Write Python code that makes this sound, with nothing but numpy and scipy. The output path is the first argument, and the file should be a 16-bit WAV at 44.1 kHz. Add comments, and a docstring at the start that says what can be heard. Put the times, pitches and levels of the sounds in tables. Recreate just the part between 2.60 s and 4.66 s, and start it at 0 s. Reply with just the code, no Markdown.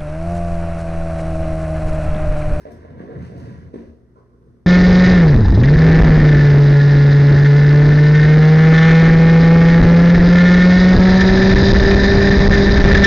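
"""A leather office chair swivels and takes shifting weight, in a small quiet room with fan air and mains hum.
Base, leather, shirt and faint late creaks are friction: random slips, filtered and shaped in level.
The loose frame knocks as damped modes with a noise crack; upholstery ticks are short noise bursts.
The hide's squeaks are wavering, falling tones. Two microphones a hand apart pick it all up.
"""
import sys
import numpy as np
from scipy import signal
from scipy.fft import rfft, irfft, next_fast_len
from scipy.io import wavfile
from scipy.ndimage import map_coordinates

SR = 44100
rng = np.random.default_rng(int(sys.argv[2]) if len(sys.argv) > 2 else 0)


def to_wav(sig):
    """Store sig (one row per channel, or 1-D mono) as 16-bit WAV at the path in sys.argv[1].

    Samples outside -1..1 are clipped; the rate is SR.
    """
    pcm = np.clip(np.atleast_2d(sig), -1, 1) * 32767
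    pcm = np.round(pcm).astype(np.int16)
    wavfile.write(sys.argv[1], SR, pcm.T)  # frames by channels


N = 90890


def amp(db):
    """Decibels to gain."""
    return 10 ** (np.asarray(db) / 20)


def unit(x):
    """Scale to rms 1."""
    return x / np.sqrt(np.mean(x ** 2) + 1e-20)


def along(points, hz):
    """Interpolate (Hz, value) points on a log frequency axis."""
    f, v = np.transpose(points)
    return np.interp(np.log(hz + 1), np.log(f), v)


def level(points):
    """Gain per sample from (s, dB) points."""
    return amp(np.interp(np.arange(N) / SR, *np.transpose(points)))


def wobble(rate_hz):
    """Smooth random curve through rate_hz Gaussian knots a second."""
    knots = rng.standard_normal(1024)
    return map_coordinates(knots, [np.arange(N) * rate_hz / SR], mode='wrap')


def filtered(x, response):
    """Apply a complex frequency response, zero-padded."""
    n = x.shape[-1]
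    m = 2 * next_fast_len(n // 2 + SR // 4)
    spectrum = rfft(x, m) * response(np.fft.rfftfreq(m, 1 / SR))
    return irfft(spectrum, m)[..., :n]


def coloured(x, colour):
    """Filter to a (Hz, dB) colour at minimum phase, by folding the cepstrum onto positive time."""
    def response(hz):
        cepstrum = irfft(np.log(amp(along(colour, hz))))
        half = len(cepstrum) // 2
        cepstrum[1:half] *= 2
        cepstrum[half + 1:] = 0
        return np.exp(rfft(cepstrum))
    return filtered(x, response)


def diffuse(size):
    """Stereo noise whose channel correlation depends on frequency, set by the mid/side balance."""
    # channel correlation: f/Hz, correlation
    likeness = [(60, 0.96), (150, -0.14), (250, 0.76), (400, 0.87), (650, 0.013), (1000, 0.79),
                (1500, 0.17), (3000, -0.16), (12000, 0.4)]

    def mid_side(hz):
        angle = np.arccos(np.clip(along(likeness, hz), -1, 1)) / 2
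        return np.array([np.cos(angle), np.sin(angle)])
    mid, side = filtered(rng.standard_normal((2, size)), mid_side)
    return np.array([mid + side, mid - side])


def slips(colour, rate, scatter_db, clump_rate, clump_db):
    """Friction of rms 1: tiny random slips (rate per s) of uneven size that come in clumps."""
    signs = np.sign(rng.standard_normal(N))
    sizes = signs * amp(scatter_db * rng.uniform(-0.41, 1, N))
    occurs = rng.random(N) < rate / SR
    pulses = occurs * sizes * amp(clump_db * wobble(clump_rate))
    return unit(coloured(pulses, colour))


def room(x, wet_db):
    """Direct sound reaching the left microphone first, resonant standing waves and a diffuse tail."""
    left_lead_s = 0.0004765
    # standing waves: f/Hz, width/Hz, level/dB
    standing_modes = [(86.3, 8.2, 4.5), (131, 19, -2.5), (183.7, 2.5, -0.5), (245, 9.8, 1), (294, 9, 5.5),
                      (463.4, 31, 2)]
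    # tail decay: f/Hz, t60/s
    decay_t60 = [(100, 0.44), (500, 0.44), (2000, 0.32), (6000, 0.5), (14000, 0.15)]

    def lead(f):
        return np.exp(1j * np.pi * f * left_lead_s * np.array([[1], [-1]]))

    def resonances(f):
        return sum(amp(db) * 1j * f * width / (centre * centre - f * f + 1j * f * width)
                   for centre, width, db in standing_modes)

    hz, t, bins = signal.stft(diffuse(SR // 2), SR, nperseg=256)
    decay = amp(-60 * t / along(decay_t60, hz)[:, None])
    build_up = 1 - np.exp(-t / 0.0037)
    tail = signal.istft(bins * decay * build_up, SR, nperseg=256)[1]
    wet = signal.fftconvolve(x[None], tail / np.linalg.norm(tail[0]), axes=1)[:, :N]
    mix = filtered(x, lead) + filtered(x, resonances) + amp(wet_db) * wet
    return mix / np.sqrt(1 + amp(wet_db) ** 2)


def room_tone():
    """Fan air as diffuse noise; mains hum as slightly unsteady sines, equal in both channels."""
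    air_db = -56.5
    # hum: f/Hz, level/dB rms
    hum_partials = [(59.5, -59.5), (119.5, -58), (161.5, -71.5), (241.5, -61.5), (357, -70), (538, -84.5)]
    # air colour: f/Hz, level/dB
    air_colour = [(20, -5.5), (45, -0.5), (85, -1), (160, 1.5), (280, -2), (400, 2), (520, -13), (720, -24),
                  (1000, -22.5), (1350, -22), (2200, -36), (3200, -37.5), (6000, -35.5), (9000, -47.5),
                  (12000, -43), (13200, -60.5)]
    t = np.arange(N) / SR
    hum = np.zeros(N)
    for hz, db in hum_partials:
        gain = np.sqrt(2) * amp(db + 0.61 * wobble(3.9))
        hum += gain * np.sin(2 * np.pi * (hz * t + rng.random()))
    air = unit(coloured(diffuse(N), air_colour))
    return hum + amp(air_db + 1.1 * wobble(7.8)) * air


def base():
    """The swivel judders in clumped slips as it turns; the floor rumbles under the moving weight."""
    swivel_db, deep_db = -1.5, -2
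    # turning base: t/s, level/dB
    turning = [(0, -68), (.1, -53.5), (.22, -50), (.44, -40), (.52, -39), (.6, -31.5), (.71, -41.5),
               (.81, -34), (.96, -37.5), (1.02, -41.5), (1.1, -47), (1.28, -58.5), (1.42, -69), (1.6, -60),
               (1.7, -91), (1.8, -64), (1.89, -52.5), (2.05, -68)]
    # swivel colour: f/Hz, level/dB
    swivel_colour = [(25, -52.5), (45, -45), (70, -4.5), (100, -1), (135, 5), (185, 0.5), (260, -11.5),
                     (500, -52), (1000, -68.5)]
    # weight bearing on the floor: t/s, level/dB
    bearing = [(0, -53), (.1, -55), (.19, -44), (.28, -53.5), (.42, -63.5), (.9, -63.5), (1.02, -38.5),
               (1.13, -57.5), (1.24, -47.5), (1.33, -47.5), (1.45, -69)]
    # deep rumble colour: f/Hz, level/dB
    deep_colour = [(25, -21), (38, -20), (52, 5), (80, 5), (115, -12), (200, -42), (500, -79.5)]
    swivel = slips(swivel_colour, rate=900, scatter_db=4.0, clump_rate=25, clump_db=-1.0)
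    deep = slips(deep_colour, rate=590, scatter_db=-3.5, clump_rate=14, clump_db=-2.2)
    return amp(swivel_db) * level(turning) * swivel + amp(deep_db) * level(bearing) * deep


def leather():
    """Dull slips over the padding, plus denser, brighter crinkle slips of the hide."""
    rub_db, crinkle_db = -0.5, -2.5
    # body sliding on leather: t/s, level/dB
    sliding = [(0, -56), (.1, -52), (.2, -49), (.29, -48.5), (.41, -39), (.46, -42), (.54, -35.5),
               (.63, -46.5), (.7, -44), (.79, -41), (.89, -46), (1.02, -53), (1.12, -54), (1.16, -44),
               (1.25, -49.5), (1.36, -54), (1.5, -65)]
    # rub colour: f/Hz, level/dB
    rub_colour = [(60, -35.5), (150, -2), (240, 1.5), (330, -0.5), (460, -0.5), (600, -4.5), (730, -10),
                  (850, -34), (1500, -59.5), (4000, -65)]
    # crinkling hide: t/s, level/dB
    crinkling = [(0, -55.5), (.08, -56.5), (.19, -55), (.28, -53.5), (.34, -57.5), (.4, -47), (.45, -52),
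                 (.55, -49.5), (.65, -49), (.71, -55.5), (.81, -51.5), (1.02, -56), (1.12, -66),
                 (1.15, -55), (1.23, -59), (1.3, -67), (1.38, -74), (1.5, -73), (1.6, -72), (1.8, -78)]
    # crinkle colour: f/Hz, level/dB
    crinkle_colour = [(300, -10), (720, -4), (850, -3.5), (1000, 5), (1250, -6), (1500, 2), (1800, 2),
                      (2050, -2), (2400, -14.5), (3100, -17), (5000, -25.5), (12000, -73)]
    rub = slips(rub_colour, rate=420, scatter_db=4, clump_rate=40, clump_db=1.15)
    crinkle = slips(crinkle_colour, rate=1700, scatter_db=6, clump_rate=140, clump_db=1.3)
    return amp(rub_db) * level(sliding) * rub + amp(crinkle_db) * level(crinkling) * crinkle


def shirt():
    """Cloth swishes over the backrest in dense, bright fibre slips."""
    cloth_db = -1.5
    # shirt brushing the backrest: t/s, level/dB
    brushing = [(0, -67), (.06, -69.5), (.15, -72.5), (.22, -70), (.35, -77.5), (.41, -66.5), (.48, -74),
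                (.57, -69), (.65, -58.5), (.73, -66.5), (.785, -58.5), (.98, -66.5), (1.12, -75),
                (1.16, -65), (1.25, -70.5), (1.33, -81), (1.5, -100), (1.8, -105)]
    # cloth colour: f/Hz, level/dB
    cloth_colour = [(1000, -29.5), (2600, 4.5), (3300, -5), (4300, -1), (6200, -3.5), (8500, -17.5),
                    (11700, -15.5), (12800, -39), (16000, -37)]
    fibres = slips(cloth_colour, rate=3000, scatter_db=8, clump_rate=110, clump_db=2)
    return amp(cloth_db) * level(brushing) * fibres


def ticks(decay_s):
    """Upholstery snaps: exponentially decaying bright noise bursts."""
    # ticks: t/s, level/dB
    snaps = [(.0075, -54), (0.019, -57.5), (0.108, -56), (0.117, -50.5), (0.1196, -50.5), (0.382, -63.5),
             (0.526, -66), (0.781, -51.5), (.979, -61), (1.396, -72)]
    # tick colour: f/Hz, gain/dB
    tick_colour = [(1000, -36.5), (3500, 1.5), (5800, 8.5), (8500, -4), (12000, -1), (15500, -9.5)]
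    out = np.zeros(N + SR)
    t = np.arange(SR // 50) / SR
    for start_s, db in snaps:
        burst = np.exp(-t / decay_s) * rng.standard_normal(len(t))
        out[int(start_s * SR):][:len(t)] += amp(db) * burst
    return coloured(out[:N], tick_colour)


def frame():
    """Each contact cracks briefly and rings the loose frame, most of all the modes near its own band."""
    contact_q, mode_scatter_db = 3.43, 1.2
    crack_db, crack_decay_s, ring_rise_s = -13, 0.0058, 0.0011
    # contacts: t/s, level/dB, band centre f/Hz
    knocks = [(0.0534, -25.5, 590), (.065, -27, 636), (0.0719, -26.5, 500), (0.085, -28.5, 350),
              (0.111, -38.5, 430), (.134, -35.5, 450), (0.249, -32.5, 600), (.305, -28.5, 173),
              (.425, -37, 650), (0.506, -35, 544), (0.63, -37, 300), (0.72, -34, 550), (0.88, -32, 326),
              (1.029, -39.5, 400), (1.137, -31, 514), (1.1405, -22, 378), (1.158, -25.5, 329),
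              (1.185, -30.5, 270), (1.255, -39.5, 241), (1.294, -36, 250)]
    # frame modes: f/Hz, level/dB, t60/s
    modes = [(138, -2, 0.11), (236.2, -8, 0.28), (284.7, -2.5, 0.056), (363, 3.5, 0.034),
             (469, -1.5, 0.033), (564, -4.5, 0.026), (630, 3, 0.028), (698, -7, .03), (993, -4.5, 0.13),
             (1400, -16.5, 0.019), (1800, -15, 0.02), (2006, -7, 0.039)]
    # upholstery damping of the ring: f/Hz, gain/dB
    padding = [(30, -11), (90, 0), (600, 2), (710, -2.5), (820, -17), (1000, -14.5), (1400, 0.5)]
    # crack colour: f/Hz, gain/dB
    crack_colour = [(700, -17), (860, 2), (1020, 10.5), (1270, -13.5), (1700, 1), (2100, -3.5),
                    (3000, -10.5), (6000, -22), (11000, -34), (14000, -39.5)]
    rings, cracks = np.zeros((2, N + SR))
    t = np.arange(SR // 4) / SR
    for start_s, db, centre_hz in knocks:
        ring = np.zeros(len(t))
        for hz, mode_db, t60_s in modes:
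            reach = 1 / np.hypot(1, contact_q * (hz / centre_hz - centre_hz / hz))
            decay = amp(mode_db + rng.normal(0, mode_scatter_db) - 60 * t / t60_s)
            ring += reach * decay * np.sin(2 * np.pi * hz * t)
        crack = np.exp(-t / crack_decay_s) * rng.standard_normal(len(t))
        start = int(start_s * SR)
        rings[start:][:len(t)] += amp(db) * ring * (1 - np.exp(-t / ring_rise_s))
        cracks[start:][:len(t)] += amp(db + crack_db) * crack
    return coloured(rings[:N], padding) + coloured(cracks[:N], crack_colour)


def squeaks():
    """Fast, uneven stick-slip, as a wavering tone whose pitch sags as the hide relaxes."""
    edge_s, waver_hz, waver_rate_hz = 0.01, 35.5, 320
    # squeaks: t/s, length/s, starting f/Hz, final f/Hz, level/dB rms before the fades
    slides = [(0.077, 0.017, 1020, 995, -64), (.252, 0.051, 1090, 981, -59.5),
              (0.368, .05, 1150, 1065, -63), (0.436, 0.089, 1170, 961, -63),
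              (1.554, 0.049, 1056, 1051, -59.5)]
    t = np.arange(N) / SR
    out = np.zeros(N)
    for start_s, length_s, from_hz, to_hz, db in slides:
        end_s = start_s + length_s
        pitch_hz = np.interp(t, [start_s, end_s], [from_hz, to_hz]) + waver_hz * wobble(waver_rate_hz)
        fades = np.clip(np.minimum(t - start_s, end_s - t) / edge_s, 0, 1)
        tone = amp(1.8 * wobble(110)) * np.sin(2 * np.pi * np.cumsum(pitch_hz) / SR)
        out += amp(db) * fades * unit(tone)
    return out


def creak():
    """The seat settles with a few short, faint runs of slips."""
    rise_s, fall_db_per_s = 0.004, 480
    # settling: t/s, length/s, level/dB
    runs = [(1.555, 0.039, -52), (1.691, 0.051, -62.5), (1.811, 0.085, -66)]
    # creak colour: f/Hz, level/dB
    creak_colour = [(80, -17.5), (130, -12), (220, -1), (450, 9.5), (720, -5), (880, -10), (1020, 3.5),
                    (1200, -6), (1520, -5.5), (1750, -38), (2050, -22.5), (2800, -34.5), (6000, -31.5),
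                    (10000, -54), (14000, -65)]
    t = np.arange(N) / SR
    envelope = np.zeros(N)
    for start_s, length_s, db in runs:
        rise = np.clip((t - start_s) / rise_s, 0, 1)
        envelope += rise * amp(db - fall_db_per_s * np.maximum(t - start_s - length_s, 0))
    return envelope * slips(creak_colour, rate=900, scatter_db=3, clump_rate=120, clump_db=1)


def scene():
    """Chair and sitter, each source with its own share of room sound, over the room tone."""
    out = room_tone()
    out = out + room(base(), wet_db=-5.5)
    out = out + room(leather(), wet_db=-3.0)
    out = out + room(shirt(), wet_db=-2.5)
    out = out + room(ticks(decay_s=0.0023), wet_db=1.5)
    out = out + room(frame(), wet_db=-2.5)
    out = out + room(squeaks(), wet_db=-2)
    return out + room(creak(), wet_db=-3.0)


def record(dry):
    """Each microphone's colour and a sharp band limit, with mirrored ends against edge effects."""
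    top_hz = 15800
    # left microphone: f/Hz, gain/dB
    left_colour = [(100, 0), (1500, 1.1), (6400, -1), (7400, -6.5), (8400, 9.5), (9400, 4.5), (10500, -0.5)]
    # right microphone: f/Hz, gain/dB
    right_colour = [(100, 0), (1500, 1.6), (6300, -1.5), (7300, -8.5), (8400, 1), (9400, 1), (10500, -0.5)]

    def response(hz):
        gains_db = np.array([along(left_colour, hz), along(right_colour, hz)])
        return amp(gains_db) * (hz < top_hz)
    edge = SR // 20
    padded = np.pad(dry, ((0, 0), (edge, edge)), mode='reflect')
    return filtered(padded, response)[:, edge:edge + N]


dry = scene()
out = record(dry)
to_wav(out)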